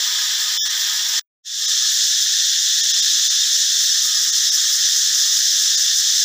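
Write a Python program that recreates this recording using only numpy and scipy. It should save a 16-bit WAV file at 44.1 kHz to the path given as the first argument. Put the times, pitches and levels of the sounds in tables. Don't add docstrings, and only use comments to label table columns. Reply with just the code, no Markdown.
import sys
import numpy as np
from scipy import signal
from scipy.fft import rfft, irfft
from scipy.io import wavfile
from scipy.ndimage import uniform_filter1d

SR = 44100
rng = np.random.default_rng(int(sys.argv[2]) if len(sys.argv) > 2 else 0)


def waveform_to_disk(signal):
    frames = np.transpose(np.atleast_2d(signal))
    scaled = np.clip(frames, -1, 1) * 32767
    samples = np.round(scaled).astype(np.int16)
    wavfile.write(sys.argv[1], SR, samples)


def magnitude_from_level(level_db):
    exponent = np.asarray(level_db, float) / 20
    return 10 ** exponent


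N = 275184
TIME = np.arange(N) / SR
CUT_S = 1.3


def by_shot(first, second):
    return np.where(TIME < CUT_S, first, second)


def rms_one(x):
    return x / np.sqrt(np.mean(x ** 2) + 1e-20)


def drift(rate_hz):
    r = np.exp(-80 * np.pi * rate_hz / SR)
    settle = 2000
    noise = rng.standard_normal(N // 40 + 2 + settle)
    slow = signal.lfilter([1], [1, -2 * r, r * r], noise)[settle:]
    return np.interp(np.arange(N) / 40, np.arange(len(slow)), rms_one(slow))


def resonate(x, hz, width_hz):
    r = np.exp(-np.pi * width_hz / SR)
    b = (1 - r * r) / 2 * np.array([1, 0, -1])
    a = [1, -2 * r * np.cos(2 * np.pi * hz / SR), r * r]
    return signal.lfilter(b, a, signal.lfilter(b, a, x))


def bump(at_s, half_s):
    out = np.zeros(N)
    span = slice(max(int((at_s - half_s) * SR), 0), int((at_s + half_s) * SR) + 1)
    out[span] = np.cos(np.pi / 2 * np.clip((TIME[span] - at_s) / half_s, -1, 1)) ** 2
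    return out


# (frequency [Hz], width [Hz], level [dB])
AIR_SAC = [
    [(500, 40, -27.5), (660, 170, -29), (958, 286, -15), (1750, 430, -1.5)],
    [(1408, 380, -16.5), (1749, 367, -0.5)],
]
# (frequency [Hz], width [Hz], level [dB])
TYMBAL = [
    [(2425, 690, -21), (3457, 720, 2), (4130, 730, -5)],
    [(2440, 500, -38), (3548, 713, 5), (4220, 590, -1)],
]
# (frequency [Hz], width [Hz], level [dB])
RIBS = [
    [(5300, 1600, -3), (5900, 1200, -6.5), (7070, 950, -7)],
    [(5243, 1010, -0.5), (6026, 910, -0.5), (6910, 1114, -4.5)],
]
# (frequency [Hz], width [Hz], level [dB])
RASP = [
    [(8500, 2440, -14), (11500, 6000, -7), (14600, 700, 1), (15400, 1600, 5)],
    [(8500, 2900, -5.5), (11900, 5800, -8), (14300, 450, -5), (14700, 600, 1), (15250, 800, .5)],
]
LOW_CUT_HZ = [392, 1115]


def cicada():
    # modes, clicks per second, flicker [dB], flicker rate [Hz], muscle beat [dB]
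    parts = [(AIR_SAC, 24000, 0.3, 11, 0.1),
             (TYMBAL, 30000, 0.3, 12, 0.2),
             (RIBS, 32000, 0.3, 13, 0.4),
             (RASP, 24000, 0.3, 5, 1.4)]
    shots = [TIME < CUT_S, TIME >= CUT_S]
    beats = drift(300)
    out = np.zeros(N)
    for (modes, per_s, flicker_db, flicker_hz, beat_db), level_db in zip(parts, part_levels()):
        both = [body_part(shot_modes, cut_hz, shot, per_s, flicker_db, flicker_hz)
                for shot_modes, cut_hz, shot in zip(modes, LOW_CUT_HZ, shots)]
        out += magnitude_from_level(level_db + beat_db * beats) * np.concatenate(both)
    return out


def body_part(modes, cut_hz, shot, per_s, flicker_db, flicker_hz):
    together = drift(flicker_hz)[shot]
    rung = 0
    for hz, width_hz, db in modes:
        alone = drift(1.2 * flicker_hz)[shot]
        swell = magnitude_from_level(db + flicker_db * (together + 0.6 * alone))
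        rung = rung + swell * resonate(clicks(len(together), per_s), hz, width_hz)
    low_cut = signal.cheby2(8, 45, 0.808 * cut_hz, "high", fs=SR, output="sos")
    return rms_one(signal.sosfilt(low_cut, rung))


def clicks(count, per_s):
    return rng.standard_normal(count) * (rng.random(count) < per_s / SR)


# (time [s], effort [dB], brightness [dB])
EFFORT = [(0, 0.5, 0.5), (.3, 0.5, -0.5), (.65, 0, 0), (.9, 0.5, 0), (1.08, -.5, 0.5), (1.17, 2, 0),
          (1.5, -1, -0.5), (1.95, 0, 0), (2.45, -0.5, -1), (3.0, 0.5, -.5), (3.5, 0, -.5), (3.9, 0, 0.5),
          (4.15, -.5, 0.5), (4.7, 0.5, 0.5), (5.3, 0, 1.5), (5.7, .5, .5), (6.05, 0, 0), (6.24, .5, 1.5)]
# (first shot [dB], second shot [dB], share of brightness [ratio], throb [dB])
PARTS = [
    (-34.5, -37, 0.0, -0.14),
    (-25, -23, -0.94, -0.64),
    (-22.5, -18.5, .45, 0.45),
    (-35.5, -36, 1.1, 2.5),
]
# (time [s], level [dB])
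SLACKS = [
    (4.08, -2.5),
    (4.3, -3.5),
    (4.53, -2.5),
    (4.76, -4),
    (5.0, -1.5),
    (5.81, -2.5),
    (5.98, -2),
]


def part_levels():
    s, effort, bright = np.transpose(EFFORT)
    effort_db, bright_db = np.interp(TIME, s, effort), np.interp(TIME, s, bright)
    pumping = throb()
    levels = [by_shot(first_db, second_db) + effort_db + share * bright_db + throb_db * pumping
              for first_db, second_db, share, throb_db in PARTS]
    tymbal = 1
    levels[tymbal] = levels[tymbal] + sum(db * bump(s, half_s=0.053) for s, db in SLACKS)
    return levels


# (time [s], strength [ratio])
PUMPS = [(.06, 0.56), (.25, 0.85), (.43, 1.1), (.62, 1.2), (.8, 1.3), (.96, .5), (1.1, 0.55), (1.94, 0.84),
         (2.07, 0.54), (2.21, 0.69), (2.45, .5), (2.62, 0.65), (2.78, 0.55), (3.08, 0.56), (3.26, 0.65),
         (3.55, 1.1), (3.83, .8), (4.06, 1.4), (4.22, 0.61), (4.39, .8), (4.55, 1.4), (4.74, 0.98),
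         (4.97, 1.2), (5.19, 1), (5.38, 0.56), (5.62, 0.92), (5.81, .8), (5.98, 1.8), (6.19, .8)]


def throb():
    return sum(strength * bump(s, half_s=0.058) for s, strength in PUMPS)


# (time [s], half length [s], level [dB])
DRONE_SWELLS = [(0.694, 0.031, -52), (1.64, 0.069, -49), (1.793, 0.23, -50), (2.716, 0.057, -61),
                (2.992, 0.073, -57), (3.363, 0.35, -55.5), (4.11, 0.45, -51.5), (4.604, 0.8, -57),
                (5.247, 0.26, -54.5), (5.716, 0.27, -58), (6.054, .3, -60)]


def far_drone():
    level = magnitude_from_level(by_shot(-46, -63) - 0.3 * drift(2.9))
    level = level + sum(magnitude_from_level(db) * bump(s, half_s) for s, half_s, db in DRONE_SWELLS)
    return level * rms_one(resonate(rng.standard_normal(N), hz=1245, width_hz=70))


# (frequency [Hz], level [dB per Hz])
WOOD_COLOUR = [(15, -51), (25, -25), (32, -2.5), (107, 1.5), (269, -6.5), (446, -6.5), (642, -7.5),
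               (954, -4.5), (1100, -16), (1430, -35), (2420, -120)]


def wood():
    hz = np.arange(N // 2 + 1) * SR / N + 1
    table_hz, table_db = np.transpose(WOOD_COLOUR)
    colour = magnitude_from_level(np.interp(np.log(hz), np.log(table_hz), table_db))
    rumble = irfft(rfft(rng.standard_normal(N)) * colour, N)
    lumpy = rumble * magnitude_from_level(1.1 * drift(16))
    gusts_db = 0.4 * drift(3.3)
    return magnitude_from_level(by_shot(-68, -70.5) + gusts_db) * rms_one(lumpy)


# (time [s], frequency [Hz],
# width [Hz], half length [s], level [dB])
CHIRPS = [(0.777, 79.6, 30, 0.17, -70), (1.97, 230, 80, .04, -69.5), (3.914, 110, 80, 0.076, -66),
          (4.366, 140, 120, .04, -69), (4.46, 180, 150, .03, -67), (4.578, 130, 120, 0.042, -62),
          (6.008, 120, 120, .06, -65), (2.38, 1010, 80, .04, -70), (1.978, 1100, 150, 0.12, -57),
          (3.92, 477, 60, 0.046, -64), (4.0, 440, 60, .06, -70), (4.057, 840, 200, 0.055, -66),
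          (4.343, 1050, 120, 0.058, -60), (4.714, 400, 300, .06, -71), (5.283, 1104, 150, 0.053, -56),
          (5.294, 750, 200, 0.046, -67), (5.82, 450, 300, 0.036, -72), (5.983, 500, 500, .04, -67),
          (0.001, 356, 900, 0.0055, -42), (6.239, 300, 900, 0.0033, -41)]


def far_chirps():
    noise = rng.standard_normal(N)
    return sum(magnitude_from_level(db) * bump(s, half_s) * rms_one(resonate(noise, hz, width_hz))
               for s, hz, width_hz, half_s, db in CHIRPS)


def scene():
    return np.tile(cicada() + far_drone() + wood() + far_chirps(), (2, 1))


def suppress(x, contrast, mute, size):
    hz, s, cells = signal.stft(x, SR, nperseg=size, noverlap=size // 2, window="cosine", boundary="even")
    height = np.abs(cells) + 1e-12
    around = uniform_filter1d(uniform_filter1d(height, size=9, axis=0), size=5, axis=1)
    relief = height / around
    patch = uniform_filter1d(uniform_filter1d(relief, size=3, axis=0), size=3, axis=1)
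    under_buzz = ((hz > 450) & (hz < 1190)) * np.clip(hz / 1050, 0, 1) ** 1.2
    masked = under_buzz[:, None] * (s > CUT_S)
    gain = relief ** contrast * np.where(patch < mute * masked, magnitude_from_level(-30), 1)
    return signal.istft(cells * gain, nperseg=size, noverlap=size // 2, window="cosine")[1][:N]


THIN_MOMENTS = (.689, 1.67, 2.823, 2.928, 3.014, 3.292, 4.315, 4.508, 5.765)


def thin_out(x, count):
    out = x.copy()
    half_s, rest_db = 0.016, -15
    for s in THIN_MOMENTS:
        span = slice(round((s - half_s) * SR), round((s + half_s) * SR))
        lines = rfft(x[span])
        hz = np.arange(len(lines)) * SR / len(x[span])
        rank = np.abs(lines) * magnitude_from_level(10 * (hz > 14400) + 7.5 * (hz < 2000))
        strongest = rank >= np.sort(rank)[-count]
        kept = irfft(lines * strongest, len(x[span]))
        out[span] += bump(s, half_s)[span] * (magnitude_from_level(2.0) * kept - (1 - magnitude_from_level(rest_db)) * x[span])
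    return out


# (low [Hz], high [Hz], lines kept [count], from time [s])
STALL_BANDS = [
    (1700, 1790, 1, .615),
    (3050, 3800, 4, 0),
    (4980, 5850, 5, 0),
    (6050, 6350, 1, 0),
    (6830, 7230, 1, 0),
    (14900, 15500, 3, 0),
]


def stall(x):
    start_s, end_s, step_s = 0.582, 0.648, 0.0215
    to_edge_s = np.minimum(TIME - start_s + 0.013, end_s + 0.013 - TIME)
    inside = np.sin(np.pi / 2 * np.clip(to_edge_s / 0.017, 0, 1)) ** 2
    out = (1 - inside) * x
    for middle_s in start_s + step_s * np.arange(4):
        window = bump(middle_s, step_s)
        near = window > 0
        height = 2 * np.abs(rfft((x * window)[near])) / window.sum()
        hz = np.arange(len(height)) * SR / near.sum()
        peaks = signal.find_peaks(height, distance=4)[0]
        for low_hz, high_hz, count, since_s in STALL_BANDS:
            inband = peaks[(hz[peaks] > low_hz) & (hz[peaks] < high_hz) & (middle_s > since_s)]
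            kept = inband[np.argsort(height[inband])[-count:]]
            turns = np.outer(hz[kept], TIME[near]) + rng.random((count, 1))[:len(kept)]
            tones = height[kept] @ np.sin(2 * np.pi * turns)
            out[near] += magnitude_from_level(4.5) * tones * window[near] ** 0.42
    return out


def edit():
    out_s, tail_s, entry_s, rise_s = 1.1953, 0.021, 1.42, 0.049
    closing = np.cos(np.pi / 2 * np.clip((TIME - out_s) / tail_s, 0, 1)) ** 0.76
    tail = magnitude_from_level(-20.5) * closing * (TIME < out_s + tail_s)
    entry = np.sin(np.pi / 2 * np.clip((TIME - entry_s) / rise_s, 0, 1)) ** 6.3
    fade = np.clip((TIME - 1.407) / 0.3, 0, 1)
    gain = np.where(TIME < out_s, 1, tail + entry * fade)
    return magnitude_from_level(1.43) * uniform_filter1d(gain, size=60)


# (time [s], low [Hz], high [Hz], level [dB])
SPLITS = [
    (1.972, 400, 700, -84),
    (.948, 7400, 9900, -39.5),
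    (1.574, 6800, 7600, -36),
    (3.92, 4800, 6200, -21),
    (3.919, 9600, 11900, -44),
    (4.176, 4600, 5900, -22),
    (4.176, 13000, 14600, -48),
    (4.571, 10800, 12600, -47),
]


def split_bands():
    white = rfft(rng.standard_normal(N))
    hz = np.arange(N // 2 + 1) * SR / N
    return sum(magnitude_from_level(db) * bump(s, 1024 / SR) * rms_one(irfft(white * (hz > low_hz) * (hz < high_hz), N))
               for s, low_hz, high_hz, db in SPLITS)


def low_pass(x):
    return signal.sosfilt(signal.butter(12, 16820, fs=SR, output="sos"), x)


def record(dry):
    mono = magnitude_from_level(-1.5) * suppress(dry[0], contrast=0.15, mute=0.77, size=2048)
    mono = stall(thin_out(mono, count=17))
    band_limit = signal.ellip(18, 0.3, 120, 15480, fs=SR, output="sos")
    mono = signal.sosfilt(band_limit, mono * edit())
    mix = mono + split_bands() * [[1], [-1]]
    return low_pass(mix)


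dry = scene()
out = record(dry)
waveform_to_disk(out)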